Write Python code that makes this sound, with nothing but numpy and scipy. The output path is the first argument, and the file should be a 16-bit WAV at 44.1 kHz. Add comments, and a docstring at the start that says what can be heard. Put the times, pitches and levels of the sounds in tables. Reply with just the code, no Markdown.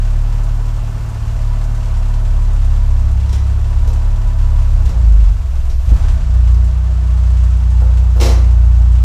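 """An old four-cylinder petrol engine idles unevenly in a brick garage, heard from the floor behind the car.
First the exhaust booms on multiples of a hunting firing rate, over bay hiss, ticks and a fuzzy whistle.
Filtered noise makes the hiss and scattered clacks of pedals and levers; tones make the boom and whistle.
From about five seconds it sags under load, catches with a burst of boom that clips, and surges.
It settles to a lower idle, and the loudest clacks, noise bursts with a garage echo, come near the end."""
import sys
import numpy as np
from scipy import signal
from scipy.io import wavfile
from scipy.ndimage import uniform_filter1d

SR = 44100
rng = np.random.default_rng(int(sys.argv[2]) if len(sys.argv) > 2 else 0)


def dump(signal):
    """Clip the signal to [-1, 1] and save it as 16-bit WAV at the path in sys.argv[1]."""
    limited = np.clip(np.atleast_2d(signal).T, -1, 1)
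    pcm = np.round(limited * 32767).astype(np.int16)
    wavfile.write(sys.argv[1], SR, pcm)


N = 398663

SURGE_S, SURGE_RISE_S, SURGE_FALL_S = 5.96, 0.14, 0.053  # the throttle opens and closes again


def gain_of(db):
    """Decibels to gain."""
    return 10 ** (np.asarray(db) / 20)


def evened(x):
    """Scales to rms 1."""
    return x / np.sqrt(np.mean(x ** 2) + 1e-20)


def read(points, hz):
    """Reads a curve over frequency at hz, straight between points on a log axis."""
    f, value = np.transpose(points)
    return np.interp(np.log(hz + 1), np.log(f + 1), value)


def columns(rows):
    """Draws every column of a table over time as a curve with one value per sample."""
    s, *values = np.transpose(rows)
    return [np.interp(np.arange(N) / SR, s, v) for v in values]


def bump(s, rise, fall):
    """A smooth hump of height 1 around s, with its own half length on each side."""
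    t = np.arange(N) / SR - s
    return np.exp(-(t / np.where(t < 0, rise, fall)) ** 2)


def drift(seconds):
    """Slow random wander of rms 1: white noise averaged twice over the given time."""
    size = max(round(seconds * SR), 1)
    once = uniform_filter1d(rng.standard_normal(N), size)
    return evened(uniform_filter1d(once, size))


def colour(x, points, rings=()):
    """Filters by a spectrum with resonant humps, causally (minimum phase) and with unit energy."""
    hz = np.abs(np.fft.fftfreq(65536, 1 / SR))
    humps = sum(d / (1 + (2 * (hz - f) / width) ** 2) for f, width, d in rings)
    db = read(points, hz) + humps
    log_gain = np.log(gain_of(np.maximum(db, -100)))
    phase = -signal.hilbert(log_gain).imag
    taps = np.fft.ifft(np.exp(log_gain + 1j * phase)).real[:32768]
    return signal.oaconvolve(x, taps / np.linalg.norm(taps))[:len(x)]


def whine():
    """A fuzzy whistle: one narrow tone, wavering in pitch and level, that comes and goes."""
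    # spells at full level: [start t/s, length/s, level/dB]
    spells = [(0.195, 0.58, -51), (1.06, .12, -49.5), (1.47, 0.07, -45), (1.743, 0.83, -50.5),
              (2.7, 0.32, -49.5), (3.273, .06, -48), (3.694, 0.96, -48)]
    whistle_hz, edge_s = 981, 0.075  # each spell fades in before it and out after it
    t = np.arange(N) / SR
    level = np.zeros(N)
    for s, length, db in spells:
        inside_s = np.minimum(t - s, s + length - t)
        level += gain_of(db) * np.clip(inside_s / edge_s + 1, 0, 1) ** 2
    cycles = np.cumsum(whistle_hz * (1 + 0.0054 * drift(0.0285))) / SR
    return level * gain_of(2.2 * drift(0.026)) * np.sqrt(2) * np.sin(2 * np.pi * cycles)


def engine_bay(hz, turns):
    """Belt and intake noise; its treble pulses with each firing, and one valve in four ticks harder."""
    # shape of the bay noise: [f/Hz, relative level/dB per Hz]
    bay_shape = [(110, -28), (190, -8.5), (245, -8.5), (300, -15.5), (450, -11.5), (570, -11), (760, -11),
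                 (950, -9), (1900, -20.5), (2700, -21), (3700, -24), (7400, -27), (12000, -41),
                 (14000, -44), (15200, -65)]
    # sheet-metal and garage resonances on it: [f/Hz, width/Hz, height/dB]
    bay_rings = [(235.5, 34, 6), (358.4, 30, 8.5), (653, 77, 6.5), (772, 6.2, 3), (860, 6.7, 5.5),
                 (1131, 35, 3.5), (1311, 15, 6.5), (1497, 77, 4.5), (1765, 24, 7.5), (1996, 45, 3),
                 (2600, 60, 2), (2770, 19, 6.5), (5840, 130, 3), (7430, 230, 2)]
    # the bay falls quiet just before the engine catches: [t/s, level change/dB, half length/s]
    stall_s, stall_db, half = (5.76, -7.5, 0.026)
    # the intake rushes after the firings catch: [t/s, level change/dB, rise/s, fall/s]
    rush_s, rush_db, rise, fall = (6.04, 3.4, 0.16, 0.13)
    level_db = -39.5 + 0.21 * (hz - 36)  # at 36 firings a second, and its change with speed
    level_db = level_db + rush_db * bump(rush_s, rise, fall) + stall_db * bump(stall_s, half, half)
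    treble_db = 0.44 - 0.09 * (hz - 36)

    noise = colour(rng.standard_normal(N), bay_shape, bay_rings)
    low = signal.sosfilt(signal.butter(2, 2500, fs=SR, output="sos"), noise)
    # reversed noise keeps the ticks independent of the hiss
    top = signal.sosfilt(signal.butter(3, 6500, "high", fs=SR, output="sos"), noise[::-1])
    middle = signal.sosfilt(signal.butter(2, (300, 2000), "band", fs=SR, output="sos"), noise)
    middle_level = np.sqrt(np.mean(middle ** 2))

    firing_chance, valve_chance = rng.standard_normal((400, 2)).T
    firing_gain = gain_of(3.3 * firing_chance[turns.astype(int)])
    pulse = 0.82 + 0.41 * firing_gain * np.exp(-(turns % 1) / 0.65)
    valve_gain = gain_of(3 * valve_chance[(turns // 4).astype(int)])
    tick = 1.3 * valve_gain * np.exp(-(turns % 4) / 0.9)

    hiss = (noise - low) * evened(pulse) * gain_of(treble_db + 0.44 * drift(0.041))
    wavering_low = low * gain_of(drift(0.014))
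    return gain_of(level_db) * (wavering_low + hiss + top * tick) / middle_level


def garage(x):
    """Echo of the room: sparse taps of random sign, each band dying at its own speed."""
    # reverberation: [f/Hz, t60/s]
    decay = [(200, 0.64), (1000, 0.72), (4000, 0.4), (12000, 0.29)]
    taps = np.zeros(SR)
    at = np.arange(300, SR - 20, 20)
    taps[at + rng.integers(0, 20, len(at))] = rng.choice([-1., 1.], len(at))
    hz, t, z = signal.stft(taps, SR, nperseg=256)
    fade_db = -60 * t / read(decay, hz)[:, None]
    tail = signal.istft(z * gain_of(fade_db), SR, nperseg=256)[1]
    return signal.fftconvolve(x, tail / np.linalg.norm(tail))[:N]


def clacks():
    """Pedals and levers: each clack is a short rattle of metal parts and a thud of the panels."""
    # hits, levels before the envelope: [t/s, bright level/dB, body over bright/dB, decay time constant/s]
    hits = [(3.289, -33, -8, 0.0084), (3.324, -29, 1.5, 0.013), (3.871, -37.5, 10, 0.017),
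            (4.853, -32.5, 0, 0.011), (4.889, -35.5, 6, 0.012), (5.693, -40, -4, 0.027),
            (5.887, -36, 4, 0.01), (6.54, -39, 5, 0.0088), (7.815, -56, 32, 0.0087), (8.157, -48, 19, 0.04),
            (8.197, -26.5, 5, 0.019), (8.207, -20, 4, 0.02), (8.225, -22.5, 4.5, 0.019),
            (8.254, -24.5, 5, 0.021), (8.286, -31.5, 0.5, 0.045)]
    # bright part of a clack: [f/Hz, relative level/dB per Hz]
    metal = [(710, -24.5), (1200, -14), (1510, -2.5), (1650, -2), (2020, 2), (3570, -4.5), (4010, -2.5),
             (4800, -2.5), (5690, -1.5), (6670, -4), (15100, -23)]
    # resonances of the metal: [f/Hz, width/Hz, height/dB]
    metal_rings = [(3920, 350, 5), (5700, 560, 3)]
    # panel thud: [f/Hz, relative level/dB per Hz]
    body = [(90, -12), (140, -4), (185, -6), (230, 0), (270, -7), (330, 0.5), (390, 1), (430, -3), (480, 0),
            (600, -5), (850, -7), (1200, -12), (1700, -18), (2600, -36)]
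    bright, dull, t = np.zeros(N), np.zeros(N), np.arange(8000) / SR
    attack = np.minimum(t / 0.0055, 1) ** 1.9
    for s, db, body_db, length in hits:
        at = round(s * SR)
        rattle = rng.standard_normal(len(t)) * attack * np.exp(-t / max(length, 0.001))
        bright[at:at + len(t)] += gain_of(db) * rattle
        dull[at:at + len(t)] += gain_of(db + body_db) * rattle
    return colour(bright, metal, metal_rings) + colour(dull, body)


def standing_waves(hz):
    """The garage's lowest tones, stirred by rough combustion, and low tones that ring on."""
    # irregular combustion between the lines: [f/Hz, relative level/dB per Hz]
    rumble_shape = [(8, -21), (18, -7), (36, 0.5), (60, 2.5), (100, 4), (130, -5.5), (200, -16.5),
                    (300, -45)]
    # standing waves on it, humps and slight dips: [f/Hz, width/Hz, height/dB]
    modes = [(17.3, 4.3, 1), (35.4, 1.8, -1), (51.6, 3.6, 16.5), (70.7, 2.2, -1)]
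    # gain on the deep part of the rumble: [t/s, gain/dB]
    deep_gain = [(0, -33), (4.7, -13), (5, -22), (6, -17), (6.4, -22), (7.5, -20), (9.04, -26)]
    # low tones that start as the speed changes and ring on, near the firing rate or its multiples
    # and half: [start t/s, f/Hz, level before decay/dB, t60/s]
    ring_on = [(4.931, 50, -10, 0.75), (5.4, 65, -16, 0.78), (6.199, 35.6, -16.5, 2.2), (6.2, 17, -35, 2.1),
               (6.203, 67, -14, 0.67)]
    rumble = colour(rng.standard_normal(N), rumble_shape, modes)
    deep = signal.sosfiltfilt(signal.butter(4, 57, fs=SR, output="sos"), rumble)
    # the rest of the rumble falls towards the lower idle and swells through stumble and surge
    rough_db = -30 + 1.3 * (np.maximum(hz, 29) - 36)
    rough_db = rough_db + 13 * bump(SURGE_S, 6 * SURGE_RISE_S, SURGE_FALL_S)
    out = gain_of(columns(deep_gain)[0]) * deep + gain_of(rough_db) * (rumble - deep)
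    for s, ring_hz, db, t60 in ring_on:
        t = np.maximum(np.arange(N) / SR - s, 0)
        envelope = gain_of(db - 60 * t / t60) * np.minimum(t / 0.05, 1)
        out = out + np.sqrt(2) * envelope * np.sin(2 * np.pi * ring_hz * t)
    return out


def overload_gain():
    """Brief gain on the exhaust that drives the boom into clipping."""
    # the burst of boom: [t/s, extra level/dB, half length/s]
    s, db, half = (5.924, 4.2, .016)
    return gain_of(db * bump(s, half, half))


def boom_levels(hz):
    """Levels in dB of the low multiples, as pipe and garage favour each speed, with dips and the surge."""
    # response: [firing rate f/Hz, then level/dB at 1, 2, 3, 1.5 and 0.5 times the rate]
    response = [(19.75, -15, -22.5, -17.5, -54, -41), (20.94, -16.5, -26, -13.5, -47, -45),
                (22.15, -33, -24.5, -25, -37, -57), (24.24, -23, -7, -21, -34, -55),
                (26, -19, -6.5, -22, -38, -43), (27.6, -35, -6, -20.5, -38.5, -35),
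                (29.16, -27, -6.5, -18, -49, -42), (30.1, -52, -9, -19.5, -47, -42),
                (30.53, -54, -13, -24, -42, -41), (31.5, -14.5, -35, -27, -30, -31),
                (33.2, -21, -9.5, -24, -29, -27), (33.76, -12, -13, -21, -26, -31),
                (34.72, -10, -15, -21.5, -36.5, -36), (35.3, -10.5, -19.5, -22.5, -34, -47),
                (37.1, -12.5, -27.5, -23.5, -31, -43)]
    # dips of the lowest boom: [t/s, level change/dB, fall/s, recovery/s]
    boom_dips = [(1.14, -15, 0.23, .15), (1.86, -3.5, 0.1, 0.12), (3.28, -10, 0.12, .4)]
    lag_s = 0.039  # the garage answers a fall in speed late
    t = np.arange(N) / SR
    rate, *levels = np.transpose(response)
    heard_hz = np.maximum(np.interp(t - lag_s, t, hz), hz)
    first, second, third, uneven, half = (np.interp(heard_hz, rate, v) for v in levels)
    for s, db, fall, back in boom_dips:
        first = first + db / (1 + ((t - s) / np.where(t < s, fall, back)) ** 2)
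    surge_uneven_db = 16.5 * bump(SURGE_S, SURGE_RISE_S, SURGE_FALL_S)
    return first, second, third, uneven + surge_uneven_db, half


def exhaust(hz, turns, first_db, second_db, third_db, uneven_db, half_db):
    """Clean multiples of the firing rate and half multiples from unequal cylinders."""
    # fourth and higher multiples after pipe and garage, before the trims below: [f/Hz, level/dB]
    pipe = [(78, -31), (92, -22), (101, -25), (111, -25), (117, -24.5), (123, -34.5), (136, -39.5),
            (144.5, -47), (148, -33), (153, -30.5), (168, -36.5), (186, -47), (207, -61), (222, -45.5),
            (237, -48.5), (243, -51.5), (255, -50), (300, -61)]
    # higher half multiples: [multiple of the firing rate, level over the one at 1.5/dB]
    halves = [(2.5, -15), (3.5, -24.5), (4.5, -20)]
    # a standing wave delays the lowest boom as the firing rate climbs through it
    lowest_hz, lowest_half_hz, memory_s = 35.2, 1.0, 0.25
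    slow_hz = uniform_filter1d(hz, round(memory_s * SR))
    lowest_lag = 1 + 1.3 * np.arctan((slow_hz - lowest_hz) / lowest_half_hz)

    def tone(multiple, db):
        """One multiple of the firing rate at an rms level in dB, with its phase lag."""
        lag = np.pi / 3 * multiple ** 2  # pipe and garage smear each firing: higher multiples lag more
        if multiple > 3.9:
            lag = lag - 1.4
        if multiple == 1:
            lag = lag + lowest_lag
        return np.sqrt(2) * gain_of(db) * np.cos(2 * np.pi * multiple * turns - lag)

    boom = tone(1, first_db) + tone(2, second_db) + tone(3, third_db)
    boom += tone(1.5, uneven_db) + tone(0.5, half_db)
    fast_db = -3 * np.clip((hz - 34) / 2, 0, 1)  # the fourth multiple thins out at the fastest idle
    boom += tone(4, read(pipe, 4 * hz) + fast_db)
    dull_db = -2.2 * np.maximum(27 - hz, 0)  # slow, weak firings are blunter
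    for k in range(5, 11):
        boom += tone(k, read(pipe, k * hz) + dull_db)
    for k, db in halves:
        boom += tone(k, uneven_db + db)
    return boom


def scene():
    """Exhaust, standing waves, engine bay, whistle and the clacks with their echo, on one speed curve."""
    # hunting idle, sag under load, surge, lower idle: [t/s, firing rate f/Hz]
    speed = [(0, 36.0), (.15, 35.4), (.27, 36.7), (.55, 36.3), (1.08, 37.3), (1.19, 35.9), (1.28, 36.8),
             (1.5, 35.7), (1.62, 36.8), (1.78, 36.8), (1.93, 35.1), (2.17, 36.0), (2.28, 35.4),
             (2.52, 35.4), (2.64, 34.3), (2.77, 35.1), (3.05, 33.8), (3.52, 33.7), (3.65, 35.0),
             (3.85, 34.5), (4.15, 35.4), (4.3, 35.4), (4.4, 34.4), (4.72, 34.9), (4.83, 33.9), (5.0, 28.4),
             (5.12, 26.2), (5.5, 21.0), (5.7, 19.7), (5.84, 21.1), (5.98, 31.6), (6.05, 34.7), (6.26, 30.2),
             (6.5, 29.2), (6.7, 30.4), (6.95, 30.4), (7.45, 29.9), (7.6, 30.3), (7.83, 29.6), (8.07, 30.1),
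             (8.57, 29.2), (9.04, 29.5)]
    hz = columns(speed)[0]
    stumble = np.clip((30 - hz) / 6, 0, 1)  # below idle speed the firings come unevenly
    # running count of firings, with timing jitter
    turns = np.cumsum(hz) / SR + 0.3 + (0.008 + 0.015 * stumble) * drift(0.04)
    hits = clacks()
    boom = exhaust(hz, turns, *boom_levels(hz)) * overload_gain()
    engine = boom + standing_waves(hz) + engine_bay(hz, turns) + whine()
    return (engine + hits + gain_of(-1) * garage(hits))[None]


def record(dry):
    """Clips whatever passes full scale, then cuts everything above the band limit."""
    edge_hz = 15250
    low_pass = signal.firwin(2047, edge_hz, window=("kaiser", 9), fs=SR)
    return signal.oaconvolve(np.clip(dry, -1, 1), low_pass[None], "same")


dry = scene()
out = record(dry)
dump(out)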